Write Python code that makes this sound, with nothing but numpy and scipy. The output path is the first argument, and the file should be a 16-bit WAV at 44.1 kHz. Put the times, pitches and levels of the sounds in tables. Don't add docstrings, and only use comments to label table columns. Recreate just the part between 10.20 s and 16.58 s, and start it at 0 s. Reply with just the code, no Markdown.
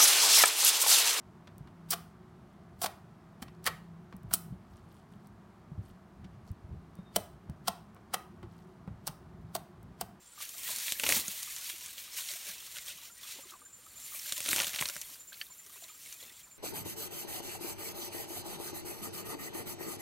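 import sys
import numpy as np
from scipy import signal
from scipy.fft import rfft, irfft, next_fast_len
from scipy.io import wavfile
from scipy.ndimage import uniform_filter1d

SR = 44100
rng = np.random.default_rng(int(sys.argv[2]) if len(sys.argv) > 2 else 0)


def volts(x):
    e = np.asarray(x, float) / 20
    return 10 ** e


def transcribe(u):
    v = np.clip(np.atleast_2d(u).T, -1, 1)
    q = np.round(v * 32767).astype(np.int16)
    wavfile.write(sys.argv[1], SR, q)


N = 281358
T = np.arange(N) / SR


def level(x, db):
    return x * volts(db) / np.sqrt(np.mean(x ** 2))


def colour(x, points):
    hz, db = np.transpose(points)
    size = next_fast_len(N)
    log_hz = np.log(np.arange(size // 2 + 1) * SR / size + 1)
    gain = volts(np.interp(log_hz, np.log(hz), db))
    return irfft(rfft(x, size) * gain, size)[:N]


def band(x, lo_hz, hi_hz):
    edges_hz = [lo_hz, min(hi_hz, SR / 2.1)]
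    return signal.sosfilt(signal.butter(2, edges_hz, "band", fs=SR, output="sos"), x)


def walk(rate):
    hold = int(SR / rate)
    held = np.repeat(rng.standard_normal(size=600), hold)[:N]
    return np.sqrt(2) * uniform_filter1d(uniform_filter1d(held, hold), hold)


def slips(rate, spread_db, t60):
    strength_db = spread_db * np.minimum(rng.exponential(size=N), 2.8)
    starts = (rng.random(N) < rate / SR) * volts(strength_db)
    decay = 1000 ** (-1 / (t60 * SR))
    return level(signal.lfilter([1], [1, -decay], starts), 0)


def add(out, s, sound):
    i = max(int(s * SR), 0)
    out[i:i + len(sound)] += sound[:N - i]


def field():
    # hz, density_db [dB per Hz]
    hiss_points = [(18, -41), (30, 3.5), (124, -3), (392, -11), (775, -16.5), (1210, -5), (1380, -7),
                   (5680, -36), (7200, 0.5), (7990, -13), (8870, -17), (10400, -17.5), (15800, -13)]
    hiss = colour(rng.standard_normal(N), hiss_points)
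    return level(hiss * volts(1.5 * walk(3.24)), -64)


def stroke(hz, length, arch_hz, rough):
    u = np.linspace(0, 1, int(length * SR))
    pitch_hz = hz - arch_hz * (2 * u - .92) ** 2
    teeth = 1 + rough * 11.0 * uniform_filter1d(rng.standard_normal(size=4000), size=40)[:len(u)]
    swell = np.sin(np.pi * u ** 0.85) ** 0.41
    return np.sqrt(2) * swell * teeth * np.sin(2 * np.pi * np.cumsum(pitch_hz) / SR)


def paired_cricket(out):
    # time_s, level_db
    pair_level = [
        (2.5, -62),
        (3.3, -59),
        (3.8, -53.5),
        (4.15, -51.5),
        (4.7, -56),
        (5.0, -54.5),
        (5.4, -57.5),
        (6.3, -60),
    ]
    times_s, levels_db = np.transpose(pair_level)
    start_s, every_s, gap_s = 2.536, .309, .078
    for k in range(26):
        second = k % 2
        s = start_s + every_s * (k // 2) + gap_s * second
        db = np.interp(s, times_s, levels_db) + 4.0 + 0.86 * second
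        add(out, s - .014, volts(db) * stroke(7235, 0.031, 165, 0.12))


def single_chirps(out):
    chirps = {7430: [(.073, -62), (.02, -70), (0.171, -62), (.339, -58), (3.339, -78), (3.419, -66),
              (3.46, -73), (3.509, -69), (3.607, -70), (3.654, -62), (3.695, -63), (3.825, -56),
              (5.169, -65), (5.359, -75), (5.561, -69), (5.75, -61), (5.976, -63), (6.129, -64),
              (6.167, -60.5), (6.355, -65), (3.872, -66), (5.022, -67), (5.21, -75), (5.395, -66),
              (5.785, -67), (6.315, -72)], 7760: [(.084, -69), (.125, -60), (3.363, -68), (3.5, -67),
              (3.54, -61.5), (3.715, -65), (3.755, -74)]}
    for hz, rows in chirps.items():
        for s, db in rows:
            add(out, s - .013, volts(db + 1.5) * stroke(hz, 0.031, 60, .3))


def trills():
    # start_s, end_s, level_db
    trill_rows = [
        (0.03, 0.167, -63),
        (3.38, 3.458, -62),
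        (3.56, 3.697, -63.5),
        (3.794, 3.9, -58),
        (5.44, 5.5, -75),
        (2.915, 2.995, -62),
        (6.13, 6.184, -71),
        (6.274, 6.42, -76),
    ]
    gate, bend_hz = np.zeros((2, N))
    for start, end, db in trill_rows:
        across = (2 * T - start - end) / (end - start)
        gate += volts(db) * np.sqrt(np.clip(1. - across ** 2, 0, 1))
        bend_hz += (T > start) * (T < end) * 800 * (T - (start + end) / 2)
    wing = 2 * np.pi * 66.0 * T + 1.1
    beats = np.clip(np.sin(wing) + 0.5, 0, None) ** 0.89
    pitch_hz = 9090 + bend_hz + 120 * np.cos(wing) + 40 * walk(65)
    return 2.1 * gate * beats * np.sin(2 * np.pi * np.cumsum(pitch_hz) / SR)


def crickets():
    out = np.zeros(N)
    paired_cricket(out)
    single_chirps(out)
    out += trills()
    far = level(band(rng.standard_normal(N), 8550, 9150), 0)
    out += volts(-73.0 + 2.2 * walk(14)) * far
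    tail = rng.standard_normal(size=3000)
    tail *= np.exp(-T[:len(tail)] / 0.045)
    return out + volts(-36.5) * signal.fftconvolve(out, tail)[:N]


def pushes(base_db, s, db, rise, fall):
    t = T[::64, None]
    before = (s - t) / np.maximum(rise, .01)
    after = (t - s) / np.maximum(fall, .01)
    push_db = db - 10 * np.maximum(before, after)
    push_power = np.interp(T, t[:, 0], volts(2 * push_db).sum(axis=1))
    return 10 * np.log10(volts(2 * base_db) + push_power)


def hands():
    # time_s, effort_db, height_db (thin blades over fronds)
    drag = [(.1, -64.5, -6.5), (.32, -57, 6.5), (.52, -43.5, 0.5), (.7, -40, 0), (.77, -50, 3),
            (1.35, -47.5, 1), (1.88, -59.5, -0.5), (2.3, -51, -0.5), (2.84, -54, -1), (2.92, -68, 0.5),
            (3.25, -62, -2), (3.5, -68.5, 0.5), (3.7, -64, 3.5), (3.92, -50.5, 4), (4.24, -44.5, 0.5),
            (5.04, -70, 5), (5.7, -69, 4.5), (6.1, -69.5, 2)]
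    # peak_s, level_db, rise_s, fall_s (both over 10 dB)
    brushes = [(.227, -44, 0.033, 0.037), (.383, -53.5, 0.049, 0.23), (.515, -42.5, 0.1, 0.042),
               (.718, -46.5, 0.14, 0.077), (0.915, -35, 0.065, 0.067), (.966, -33, 0.092, 0.049),
               (1.237, -48.5, 0.37, 0.092), (1.493, -45.5, 0.092, 0.066), (1.656, -51.5, 0.12, 0.23),
               (1.783, -48, 0.01, 0.11), (1.981, -40.5, 0.045, 0.062), (2.111, -39.5, 0.063, 0.042),
               (2.168, -42.5, .015, 0.013), (2.291, -45, 0.13, 0.055), (2.983, -52, 0.011, 0.011),
               (2.574, -46.5, 0.03, 0.027), (2.692, -43, 0.041, 0.037), (2.858, -50, 0.028, .03),
               (3.033, -51, 0.064, 0.1), (3.117, -45, 0.051, 0.086), (3.304, -53, 0.076, 0.026),
               (4.306, -37, 0.032, 0.13), (4.398, -42, 0.27, 0.072), (4.61, -44, 0.17, 0.17),
               (4.821, -55, .15, 0.17), (5.14, -59.5, 0.023, 0.23), (5.22, -57.5, 0.14, 0.083),
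               (5.543, -57, 0.18, 0.44), (5.859, -53.5, 0.076, 0.23), (6.03, -54.5, 0.036, 0.066),
               (6.202, -57.5, 0.041, 0.015), (4.945, -56.5, 0.07, 0.021)]
    # peak_s, mud_db, bent_stalks_db, rise_s, fall_s
    plunges = [(.515, -63.5, -54.5, 0.24, 0.13), (.914, -44, -40, 0.064, 0.08),
               (.966, -60, -48, .05, 0.054), (2.291, -68, -55, 0.053, 0.11),
               (3.195, -67, -57, 0.048, 0.017), (4.19, -72, -74, 0.16, 0.11),
               (4.306, -51.5, -61, 0.04, 0.1), (4.398, -66, -39, 0.058, 0.049),
               (4.61, -66, -46.5, 0.12, 0.12), (4.645, -64, -66, .03, .04), (6.03, -71, -60, 0.041, 0.15)]
    drag_s, effort_db, height_db = np.transpose(drag)
    scrape_db = pushes(np.interp(T, drag_s, effort_db), *np.transpose(brushes))
    blade_db = scrape_db + np.interp(T, drag_s, height_db)
    s, mud_db, bent_db, rise, fall = np.transpose(plunges)
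    carried_db = 10 * np.log10(volts(2 * (scrape_db - 12.5)) + volts(2 * -67))
    stalk_db = pushes(carried_db, s, bent_db, rise, fall)
    push_db = pushes(-74, s, mud_db, rise, fall)
    return scrape_db, blade_db, stalk_db, push_db


def leaves(scrape_db, blade_db, stalk_db):
    # hz, density_db [dB per Hz]
    leaf_points = [(180, -48), (300, -33), (633, -14), (747, -16), (1430, -12), (2020, -3), (3790, 0),
                   (9140, -1.5), (15000, -5.5), (15800, -4)]
    shared, drag, out = slips(300, 4.3, 0.045), walk(33.0), 0
    for hz in 500 * 2 ** np.arange(0, 5.3, .5):
        grain = 0.75 + 0.44 * shared + 0.17 * slips(460, 0.47, 0.0081)
        patch_db = 0.11 * drag + 1.33 * walk(24.93)
        octave = np.log2(hz)
        to_stalk = np.clip(np.log2(2000) - octave, 0, 1)
        to_blade = np.clip(octave - np.log2(5500), 0, 1)
        db = scrape_db + to_stalk * (stalk_db + 13.0 - scrape_db)
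        db = db + to_blade * (blade_db + 2.0 - scrape_db)
        rough = rng.standard_normal(N) * grain * volts(patch_db)
        out = out + band(rough, hz / 2 ** 0.27, hz * 2 ** 0.27) * volts(db)
    return volts(3.5) * colour(out, leaf_points)


def mud(push_db):
    lumps = rng.standard_normal(N) * (0.93 + 0.25 * slips(46, 2.4, 0.016))
    return level(band(lumps, 36, 480), -0.61) * volts(push_db)


def droplets(motion_db, low_hz, octaves, turns, gain_db, count):
    out, t = np.zeros(N), np.arange(int(.035 * SR)) / SR
    for when, where, rank in rng.random(size=(count, 3)):
        hz = low_hz * 2 ** (octaves * where)
        db = motion_db[int(when * N)] + gain_db - 5.6 * np.log(rank + 0.063)
        age = t * hz / turns
        ring = np.sin(2 * np.pi * hz * t * (1 + 0.99 * t))
        add(out, when * N / SR, volts(db) * age * np.exp((1 - age ** 2) / 2) * ring)
    return out


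def wet_growth(scrape_db, blade_db, stalk_db, push_db):
    frond_db = np.minimum(scrape_db, -42)
    drops = droplets(frond_db, low_hz=1785, octaves=1.6, turns=26.0, gain_db=-16.0, count=700)
    mist = droplets(blade_db, low_hz=5200, octaves=1.6, turns=14.7, gain_db=-7.5, count=900)
    seep = droplets(stalk_db, low_hz=887, octaves=0.763, turns=10.0, gain_db=-12.5, count=260)
    gurgle = droplets(push_db, low_hz=158, octaves=1.6, turns=1.1, gain_db=-20, count=120)
    crackle = droplets(scrape_db, low_hz=1500, octaves=3.7, turns=8.6, gain_db=-19.0, count=2200)
    return drops + mist + seep + gurgle + crackle


def bubbles(rows, rise_s, damp_hz, turns, waver, glide):
    out, t = np.zeros(N), np.arange(int(.08 * SR)) / SR
    for (s, db, hz), noise in zip(rows, rng.standard_normal((len(rows), len(t)))):
        shape = (1 - np.exp(-t / rise_s)) * 1000 ** (-t * (hz + damp_hz) / turns)
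        wall = 1 + waver * uniform_filter1d(noise, size=60)
        ring = np.sin(2 * np.pi * hz * t * (1 + glide * t))
        add(out, s, volts(db) * shape / shape.max() * wall * ring)
    return out


def mud_gulps():
    # start_s, peak_db, pitch_hz
    gulp_rows = [(-0.002, -62, 365), (0.35, -64, 696), (0.48, -59, 455), (0.501, -53.5, 620),
                 (0.568, -61, 237), (0.832, -41, 460), (0.835, -44.5, 254), (0.889, -41, 704),
                 (0.898, -45, 292), (0.964, -42, 211), (1.138, -62, 690), (1.498, -63, 303),
                 (1.533, -60, 342), (1.773, -65, 557), (1.945, -64, 430), (2.106, -55.5, 604),
                 (2.128, -61, 360), (2.154, -55, 670), (2.266, -61, 430), (2.275, -58, 600),
                 (2.292, -58, 178), (2.567, -61, 584), (2.707, -58, 593), (2.752, -64, 171),
                 (2.876, -63, 660), (2.918, -65, 183), (3.101, -69, 700), (3.154, -58.5, 383),
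                 (3.183, -56, 265), (3.324, -61, 354), (3.405, -62, 260), (3.426, -63, 480),
                 (3.581, -71, 206), (3.783, -65, 700), (3.945, -58, 620), (4.069, -61, 610),
                 (4.13, -62, 238), (4.177, -61, 308), (4.182, -52, 606), (4.204, -53, 560),
                 (4.283, -46, 667), (4.285, -39.5, 298), (4.354, -43, 623), (4.356, -46, 328),
                 (4.376, -46, 650), (4.433, -42, 570), (4.607, -50, 145), (4.621, -51, 560),
                 (4.907, -65, 288), (4.99, -66, 520), (5.121, -65, 617), (5.296, -72, 161),
                 (5.462, -66, 392), (5.563, -65, 406), (5.645, -61, 646)]
    return bubbles(gulp_rows, rise_s=0.0061, damp_hz=900, turns=64, waver=2.5, glide=0.25)


def mud_pockets():
    # start_s, peak_db, pitch_hz
    pocket_rows = [(0.176, -47.5, 1203), (0.204, -46.5, 1170), (0.34, -56, 1230), (1.081, -47, 194),
                   (1.275, -50, 1200), (2.278, -61, 1620), (2.899, -52.5, 1385), (3.031, -57, 1115),
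                   (4.757, -55, 148), (3.189, -52, 544), (3.233, -53.5, 1195), (3.254, -55.5, 364),
                   (3.32, -48, 1270), (3.336, -46, 1150), (3.352, -52, 1017), (3.417, -52.5, 1210),
                   (3.459, -57, 1580), (3.585, -62, 484), (3.664, -54.5, 1280), (3.92, -52.5, 1220),
                   (4.756, -53.5, 596), (5.122, -49, 1586), (5.2128, -39.5, 1750), (5.3, -54.5, 1010),
                   (5.463, -60, 1195), (5.743, -61, 1240), (5.622, -56, 690), (5.697, -52, 1236),
                   (6.025, -57, 504), (6.268, -60, 1010)]
    pops = bubbles(pocket_rows, rise_s=0.0025, damp_hz=910, turns=89, waver=3.3, glide=0.3)
    return volts(-0.5) * pops


def snaps():
    # start_s, peak_db, ring_hz, spray_db
    groping = [(0.203, -33, 6180, -51), (0.239, -34, 4220, -51), (0.261, -36, 2540, -52),
               (0.2915, -48, 6280, -36), (1.23, -39, 3140, -31), (1.363, -27, 5900, -35),
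               (1.4547, -31, 4350, -40), (1.499, -23, 4000, -52), (1.6604, -32, 5450, -36),
               (1.7803, -31, 3520, -46), (2.088, -27, 3710, -53), (2.1362, -27.5, 3780, -34),
               (2.558, -30, 3600, -50), (2.568, -28, 3040, -45), (2.5838, -24, 6000, -46),
               (2.661, -33.5, 3700, -44), (2.683, -28, 3300, -40), (3.2097, -46, 8600, -51),
               (3.307, -50, 3100, -43.5), (4.1222, -17, 3330, -25.5), (4.2037, -24.5, 2380, -31),
               (4.7643, -27.5, 1710, -35), (4.756, -28.5, 5210, -45), (4.814, -33, 5800, -31.5),
               (5.1288, -32.5, 3680, -50), (5.142, -36, 4310, -58), (5.2135, -23, 2770, -63),
               (5.4627, -43, 5000, -48), (5.6391, -41, 3950, -48), (5.9248, -33, 7860, -37),
               (5.681, -41, 7800, -50)]
    first_plunge = [(0.5603, -46, 4100, -30), (0.5843, -41, 6430, -29), (0.681, -20.5, 2660, -51),
                    (0.712, -46, 2320, -32), (0.7213, -19.5, 3000, -24.5), (0.797, -16, 2630, -29),
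                    (0.8350, -15, 2720, -26.5), (0.8385, -14, 2870, -35), (0.8641, -15, 2600, -28),
                    (0.8670, -18, 2900, -33), (0.8902, -15, 2320, -21), (0.9014, -18, 2400, -28),
                    (0.8981, -17.5, 1900, -40), (0.872, -23, 2600, -32), (.9224, -9.5, 2440, -21),
                    (0.9348, -23, 6060, -30), (1.0807, -29, 6940, -28)]
    second_plunge = [(4.1673, -31, 3750, -52), (4.178, -32, 5820, -28), (4.227, -29, 5850, -41),
                     (4.2598, -15.5, 3670, -29.5), (4.2841, -24, 2420, -38), (4.2883, -16, 3300, -24.5),
                     (4.313, -15.5, 5700, -32), (4.3298, -14.5, 2160, -25.5), (4.361, -15.5, 5700, -24.5),
                     (4.371, -23, 2300, -29), (4.3822, -15.5, 2520, -35), (4.39, -19, 2930, -29),
                     (4.401, -14.5, 2760, -32), (4.418, -15.5, 6580, -30), (4.4332, -21.5, 2680, -34),
                     (4.444, -19, 3320, -32), (4.468, -19.5, 3240, -29), (4.479, -22, 4440, -29.5),
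                     (4.4929, -26, 4710, -34), (4.5467, -25, 3000, -32.5), (4.56, -19, 3740, -31.5),
                     (4.5322, -25, 5560, -36), (4.8177, -32, 6460, -41), (4.591, -17, 3050, -41),
                     (4.611, -17, 2880, -24.5), (4.6236, -17.5, 2140, -33), (4.656, -19, 4500, -31.5),
                     (4.6868, -26, 3970, -31), (4.6975, -26, 3000, -34), (4.587, -22, 2480, -45),
                     (4.54, -24, 2270, -45), (4.6542, -26, 2500, -42), (4.4005, -13.5, 4900, -40),
                     (4.4298, -23, 2600, -34), (4.6788, -28, 6000, -40), (4.252, -23, 4500, -47),
                     (4.4083, -26, 1500, -32)]
    crack, tear, spray, thud = np.zeros((4, N))
    t = np.arange(int(.06 * SR)) / SR
    tick = (1 - np.exp(-t / 0.0003)) * np.exp(-t / 0.00055)
    fade = (1 - np.exp(-t / 0.00022)) * np.exp(-t / 0.0056)
    for rows, knock_db in ((groping, -25), (first_plunge, -23.5), (second_plunge, -19)):
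        for s, db, hz, spray_db in rows:
            thud_db = (db + spray_db) / 2 + knock_db - 10.5 * np.log2(hz / 2500)
            fibres, drops, mud_noise = rng.standard_normal((3, len(t)))
            cycles = t * hz / 1.25
            ring = np.sin(2 * np.pi * hz * t) * cycles * np.exp((1 - cycles ** 2) / 2)
            torn = band(fibres * (fade + 1.8 * tick), 1450, 1400 + 1.14 * hz)
            add(crack, s + .0006, volts(db - 5.0) * ring)
            add(tear, s + .0004, volts(db - 9.0) * torn)
            add(spray, s + 0.00045, volts(spray_db) * drops * (fade + 3.5 * tick))
            add(thud, s, volts(thud_db + 17.5) * mud_noise * np.exp(-t / 0.0032))
    hollow = 1.25 * band(thud, 520, 590)
    return crack + hollow + band(tear, 1080, 6300) + band(spray, 4750, 11600) + band(thud, 68, 820)


def frond_drips():
    # (the one low row, 193 Hz, is an air pocket in the mud)
    drip_rows = [(0.365, -64, 2600), (0.3794, -58, 3020), (1.4644, -41, 4600), (2.4037, -43.5, 3270),
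                 (2.678, -38.5, 3280), (3.0344, -43.5, 3450), (3.244, -52, 4000), (3.299, -48, 3820),
                 (3.7065, -55, 4420), (5.1694, -57, 2200), (5.3228, -56, 4310), (5.54, -55, 3730),
                 (4.47, -54, 193), (5.7994, -60, 4030), (5.855, -51, 3160), (6.027, -46, 4040),
                 (6.0494, -52, 3540), (6.0944, -50, 3520), (6.114, -57, 2150), (6.1744, -55, 3430),
                 (6.204, -59, 3320)]
    drips = bubbles(drip_rows, rise_s=0.0025, damp_hz=910, turns=89, waver=3.3, glide=0.3)
    return volts(-0.5) * drips


def water_plops():
    # start_s, peak_db, pitch_hz
    plop_rows = [(0.49, -50, 1026), (0.586, -56, 1400), (0.833, -48, 1126), (0.834, -41.5, 860),
                 (0.862, -44, 1040), (0.968, -48, 896), (1.078, -55, 1390), (1.225, -58, 1105),
                 (1.361, -58, 970), (1.673, -59, 1220), (1.686, -57, 1620), (1.876, -58, 1210),
                 (1.984, -53.5, 1060), (2.017, -54, 1500), (2.133, -60, 1360), (2.164, -57, 1360),
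                 (2.262, -55, 1590), (2.265, -66, 970), (2.413, -61, 1190), (2.474, -60, 1260),
                 (2.563, -52, 1490), (2.695, -52, 1470), (2.783, -62, 1140), (3.046, -58, 1210),
                 (3.087, -56, 1240), (3.185, -56, 903), (3.938, -54, 1146), (4.056, -52, 1620),
                 (4.118, -64, 1000), (4.182, -65, 930), (4.285, -41, 1390), (4.38, -46, 1105),
                 (4.404, -41.5, 1415), (4.621, -39, 1058), (4.689, -45, 1410), (4.891, -62, 1006),
                 (4.954, -60, 1550), (5.497, -61, 1210), (5.557, -61, 1000), (5.57, -60, 1470)]
    plops = bubbles(plop_rows, rise_s=0.0039, damp_hz=800, turns=73, waver=5.5, glide=0.23)
    return volts(0.5) * plops


def frond_trickle():
    # start_s, peak_db, pitch_hz
    trickle_rows = [(4.898, -53, 4270), (4.942, -46, 4800), (5.129, -69, 2153), (5.129, -56, 4430),
                    (5.129, -58, 3170), (5.128, -58, 2860), (5.138, -59, 2530), (5.139, -49, 4320),
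                    (5.2128, -40.5, 4520), (5.2135, -47, 3080), (5.261, -57, 4130), (5.264, -57, 3660),
                    (5.392, -60, 1980), (5.412, -66, 3100), (5.519, -62, 3660), (5.569, -52, 2610),
                    (5.618, -65, 2627), (5.622, -58, 3100), (5.637, -47.5, 3970), (5.641, -61, 2000),
                    (5.682, -58, 3200), (5.689, -55, 2390), (5.689, -60, 4608), (5.699, -56, 3600),
                    (5.727, -59, 4435), (5.802, -62, 2620), (5.853, -54, 3950), (5.86, -52, 2220),
                    (5.921, -55, 2360), (5.93, -60, 3850), (6.001, -50, 3350), (6.026, -60, 3050),
                    (6.027, -55, 2000), (6.033, -52, 3480), (6.077, -57, 2600), (6.078, -56, 3488),
                    (6.1, -56, 1937), (6.141, -58, 3337), (6.178, -59, 4608), (6.21, -57, 3208),
                    (6.238, -60, 2370), (6.26, -68, 1744), (6.274, -64, 4330), (6.312, -64, 2350),
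                    (6.318, -65, 4370)]
    return bubbles(trickle_rows, rise_s=0.0011, damp_hz=1500, turns=210, waver=4.9, glide=0.44)


def scene():
    scrape_db, blade_db, stalk_db, push_db = hands()
    mono = field() + crickets()
    mono += leaves(scrape_db, blade_db, stalk_db) + mud(push_db)
    mono += wet_growth(scrape_db, blade_db, stalk_db, push_db)
    mono += mud_gulps() + mud_pockets() + snaps()
    mono += frond_drips() + water_plops() + frond_trickle()
    return np.array([mono, mono])


def band_limit(x):
    return signal.sosfilt(signal.butter(12, 16990, fs=SR, output="sos"), x)


def record(dry):
    # centre_hz, width_hz, depth_db
    casing_dips = [(4960, 290, -3.5), (7880, 380, -2), (10490, 750, -4)]
    f = np.arange(N // 2 + 1) * SR / N
    dips_db = sum(db * np.exp(-((f - hz) / width) ** 2) for hz, width, db in casing_dips)
    heard = irfft(rfft(dry) * volts(dips_db) * (f < 15900), N)
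    bass_cut = signal.butter(5, 46, "high", fs=SR, output="sos")
    return band_limit(signal.sosfilt(bass_cut, heard))


dry = scene()
out = record(dry)
transcribe(out)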